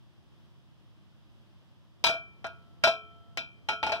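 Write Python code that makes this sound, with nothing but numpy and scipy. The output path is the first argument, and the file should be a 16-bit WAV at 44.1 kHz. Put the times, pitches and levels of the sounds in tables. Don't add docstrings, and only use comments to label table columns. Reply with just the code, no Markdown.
import sys
import numpy as np
from scipy import signal
from scipy.fft import rfft, irfft
from scipy.io import wavfile

SR = 44100
rng = np.random.default_rng(int(sys.argv[2]) if len(sys.argv) > 2 else 0)


def transcribe(u):
    v = np.clip(np.atleast_2d(u).T, -1, 1)
    q = np.round(v * 32767).astype(np.int16)
    wavfile.write(sys.argv[1], SR, q)


N = 176400


def undb(db):
    return 10 ** (np.asarray(db) / 20)


def at(points, hz):
    f, v = np.array(points, float).T
    return np.interp(np.log(np.maximum(hz, 1)), np.log(f), v)


def bins(size):
    return np.arange(size // 2 + 1) * SR / size


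def noise(spectrum, size):
    x = irfft(rfft(rng.standard_normal(size)) * undb(at(spectrum, bins(size))), size)
    return x / x.std()


def noise_pair(spectrum, size):
    return np.array([noise(spectrum, size), noise(spectrum, size)])


def fade(t, t60_s):
    return np.exp(-np.log(1000) * t / t60_s)


def pan(db):
    return undb(np.outer([1, -1], db) / 2)


def add(out, x, start_s):
    i = int(start_s * SR)
    x = x[:, :N - i]
    out[:, i:i + x.shape[1]] += x


def diffuse_noise(spectrum):
    # frequency in Hz, side minus mid in dB.
    width = [(60, 14.5), (110, 14.5), (200, 2), (380, -0.5), (700, -11.5), (1290, -7), (2380, 4.5),
             (4400, -2), (15000, 0)]
    side = irfft(rfft(noise(spectrum, N)) * undb(at(width, bins(N))), N)
    mid = noise(spectrum, N)
    return (mid + np.outer([1, -1], side)) * pan(db=-0.5)


def garden():
    # frequency in Hz, relative density in dB.
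    spectrum = [(15, -61.5), (25, -17), (122, -2), (221, -5), (281, -14), (313, -6), (445, -18.5),
                (567, -14.5), (782, -16.5), (1080, -15.5), (1950, -25), (2230, -29), (3260, -20.5),
                (4500, -30.5), (4870, -26.5), (6920, -39), (15500, -44.5)]
    swell_db = -0.48 * np.interp(np.arange(N), np.linspace(0, N, 20), rng.standard_normal(20))
    return diffuse_noise(spectrum) * undb(-65.5 + swell_db)


def handling(start_s=1.95, rise_s=0.085):
    # frequency in Hz, relative density in dB.
    spectrum = [(30, -19.5), (70, 3), (120, 1.5), (220, -1.5), (400, -9), (900, -13.5), (3000, -45.5)]
    onset = np.clip((np.arange(N) / SR - start_s) / rise_s, 0, 1)
    return diffuse_noise(spectrum) * undb(-66.5) * onset


def box_thud(t, knock_db):
    # frequency in Hz, relative density in dB.
    spectrum = [(25, -31), (70, 4.5), (130, -2), (250, 3.5), (450, 0), (900, 3.5), (2500, -34)]
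    thud = noise(spectrum, len(t)) + 0.5 * noise_pair(spectrum, len(t))
    return undb(-40 + 0.53 * knock_db) * thud * fade(t, t60_s=0.23)


def contact_crack(t):
    # frequency in Hz, relative density in dB.
    spectrum = [(30, -36.5), (150, -13), (400, -4.5), (800, 10), (1500, -0.5), (2100, 2), (3500, -12),
                (5500, -4.5), (7000, -13), (15500, -31.5)]
    return undb(-22.5) * noise_pair(spectrum, len(t)) * fade(t, t60_s=0.039)


def dense_modes(t, count=220):
    # frequency in Hz, level per mode in dB.
    levels = [(450, -51.5), (700, -46), (1000, -44.5), (1500, -41), (2000, -49.5), (2500, -40), (3500, -38),
              (5500, -44), (6700, -55), (8000, -55.5), (11000, -61), (15500, -64.5)]
    hz = np.linspace(np.sqrt(450), np.sqrt(15500), count) ** 2
    hz *= 1 + 0.008 * rng.standard_normal(count)
    t60_s = 0.18 * (3000 / hz) ** 0.16 * np.exp(0.22 * rng.standard_normal(count))
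    phase = np.outer(2 * np.pi * hz, t)
    decay = undb(at(levels, hz))[:, None] * fade(t, t60_s[:, None]) / np.sqrt(2)
    return np.vstack([decay * np.sin(phase), decay * np.cos(phase)])


def lid_ring(place, t):
    # frequency in Hz, T60 in s, L-R in dB, level in dB struck at corner, side, rim.
    modes = [ (427.2, 0.79, 5.5, -63, -54.5, -49), (595, 0.067, 4.5, -39, -26, -40.5),
             (660.5, 0.2, 2, -27.5, -21, -36), (681.4, 0.198, 3, -29.5, -23.5, -53.5),
             (867, .13, 2, -30, -36, -23), (925, .08, 1, -23, -33, -35), (1000, .07, 0, -25, -31, -38),
             (1329.5, .29, -1, -31, -26, -31), (1424, .28, -5, -37, -22, -29),
             (1608.4, 0.19, -6, -33, -27.5, -40.5), (1905, 0.11, -1, -40.5, -25, -29.5),
             (2260, .17, -0.5, -28.5, -35.5, -28.5), (2335, 0.16, 5, -39, -23, -45),
             (2370, 0.44, 1.5, -25, -27.5, -38), (2442, 0.33, 3, -22.5, -25.5, -31),
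             (2490, .22, -1, -28, -44, -31), (2625, .22, 2, -44, -23, -45), (2793, .2, 2, -30, -38, -33),
             (3146, .25, 3, -32, -27, -32), (3199, .23, 5, -30, -35, -50), (3350, .16, 5, -28, -44, -46),
             (3495, .2, 3, -36, -33, -46), (3732, .14, 7, -26, -42, -44), (3947, .18, 5, -35, -27, -45),
             (3978, .19, 8, -27, -30, -36), (4258, .17, 3, -35, -38, -43), (4715, .17, 9, -28, -31, -44),
             (5100, 0.23, 17, -46.5, -42.5, -46.5), (5300, 0.12, 3, -52, -33.5, -51.5),
             (5480, 0.12, 3.5, -48, -26.5, -43), (5560, 0.21, 6, -45, -34.5, -40),
             (6155, 0.11, 5, -36.5, -37, -47)]
    # frequency in Hz (picks the nearest mode), T60 in s, level in dB.
    lingering = [(685, 1.9, -53.5), (1329, 1.19, -43), (1430, 0.33, -41.5), (3146, 1.18, -50),
                 (3199, 0.85, -54.5)]
    hz, t60_s, pan_db, corner_db, side_db, rim_db = np.array(modes, float).T
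    mode_db = {"corner": corner_db, "side": side_db, "rim": rim_db}[place]
    polarity = (-1) ** np.arange(len(hz))[:, None]
    waves = polarity * np.sin(np.outer(2 * np.pi * hz, t))
    gains = pan(pan_db)
    ring = (gains * undb(mode_db)) @ (waves * fade(t, t60_s[:, None]))
    after_ring = np.zeros_like(ring)
    for slow_hz, slow_t60_s, db in lingering:
        k = np.argmin(abs(hz - slow_hz))
        envelope = fade(t, slow_t60_s) * (1 - fade(t, slow_t60_s / 2))
        after_ring += np.outer(gains[:, k], undb(db) * waves[k] * envelope)
    return rfft(ring), rfft(after_ring)


def lid_knocks():
    # start in seconds, place, level in dB, then offsets in dB for
    knocks = [ (2.0403, "corner", -0.5, -3, -2.5, 1, 1, 0.5, -10),
              (2.0660, "corner", -7.5, -1, 6.5, 2.5, 0, 3, -22),
              (2.0905, "side", -13, 7.5, 2, -1.5, -1, 3, -21),
              (2.1420, "side", -25, 9.5, -1, -8, -9, 3, -16),
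              (2.4440, "side", -19.5, 6.5, 4, -11.5, -0.5, 6.5, 3.5),
              (2.4670, "corner", -35.5, -8, 11, 1.5, -15, 14, -9),
              (2.8378, "side", 1, 1.5, -1.5, -3.5, 0, 0.5, 0.5),
              (2.8725, "side", -8.5, 10, -3.5, -3.5, 0.5, 1.5, -9),
              (3.3730, "side", -9, -12, -11.5, -10.5, -2, 10, 0),
              (3.6870, "rim", 0, -1.5, -3, -5.5, -9, -6, 5),
              (3.7255, "side", -24, 8, 3, -14, -12, -11, -16),
              (3.8290, "rim", -0.5, 2, -6.5, -15.5, -3.5, -6.5, -5),
              (3.8655, "rim", -8.5, 8, -0.5, -7.5, -3.5, -1.5, 5),
              (3.8925, "rim", -8.5, 9.5, -6.5, -16, -5, -7, 0),
              (3.9200, "side", -8.5, 3.5, -6, -11, 2, 2.5, 11),
              (3.9570, "corner", -23, 9, 6, -12, 2, -10, -5)]
    # frequency in Hz, lead of the left in radians.
    port_phase = [(20, 0), (900, 0), (1330, .3), (1600, .7), (1880, 2.4), (2300, 3), (2750, 3.6),
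                  (3146, 6.2), (3500, 6.4), (3960, 7.9), (4715, 9.6), (6135, 13.3), (16000, 38.3)]
    # frequency in Hz, L-R in dB.
    port_balance = [(200, 3), (600, 6), (1000, 1), (1600, -6), (2400, 5.5), (3500, 3.5), (5000, 7.5),
                    (8000, 11), (14000, 6.5)]
    # frequency in Hz, side minus mid in dB.
    port_scatter = [(500, -20.5), (2000, -9.5), (5000, -10.5), (9000, -5.5)]
    t = np.arange(SR) / SR
    t_short = t[:SR // 3]
    hz = bins(len(t))
    rings = {place: lid_ring(place, t) for place in ("corner", "side", "rim")}
    overtones = dense_modes(t_short)
    balance = pan(at(port_balance, hz))
    scatter = np.outer([1, -1], undb(at(port_scatter, hz)))
    lead_s = 0.02
    lag_rad = np.outer([0, 1], np.interp(hz, *np.array(port_phase).T))
    port_delay = np.exp(-1j * (lag_rad + 2 * np.pi * hz * lead_s))
    out = np.zeros((2, N))
    for start_s, place, db, bass_db, middle_db, top_db, dense_db, crack_db, after_db in knocks:
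        crack = undb(crack_db) * contact_crack(t_short)
        wash = undb(dense_db) * (rng.standard_normal((2, len(overtones))) @ overtones)
        mid, side = rfft(crack + wash, len(t))
        ring, after_ring = rings[place]
        knock = ring + undb(after_db) * after_ring + balance * (mid + scatter * side)
        colour_db = at([(800, bass_db), (1450, middle_db), (2400, 0), (9000, top_db)], hz)
        add(out, irfft(knock * undb(db + colour_db) * port_delay), start_s - lead_s)
        add(out, box_thud(t_short, db), start_s)
    return out


def scene():
    return lid_knocks() + handling() + garden()


def record(dry):
    low_cut_hz, high_cut_hz = 58, 15800
    highpass = signal.butter(2, low_cut_hz, "high", fs=SR, output="sos")
    lowpass = signal.ellip(10, 0.2, 70, high_cut_hz, fs=SR, output="sos")
    return signal.sosfilt(lowpass, signal.sosfilt(highpass, dry))


dry = scene()
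out = record(dry)
transcribe(out)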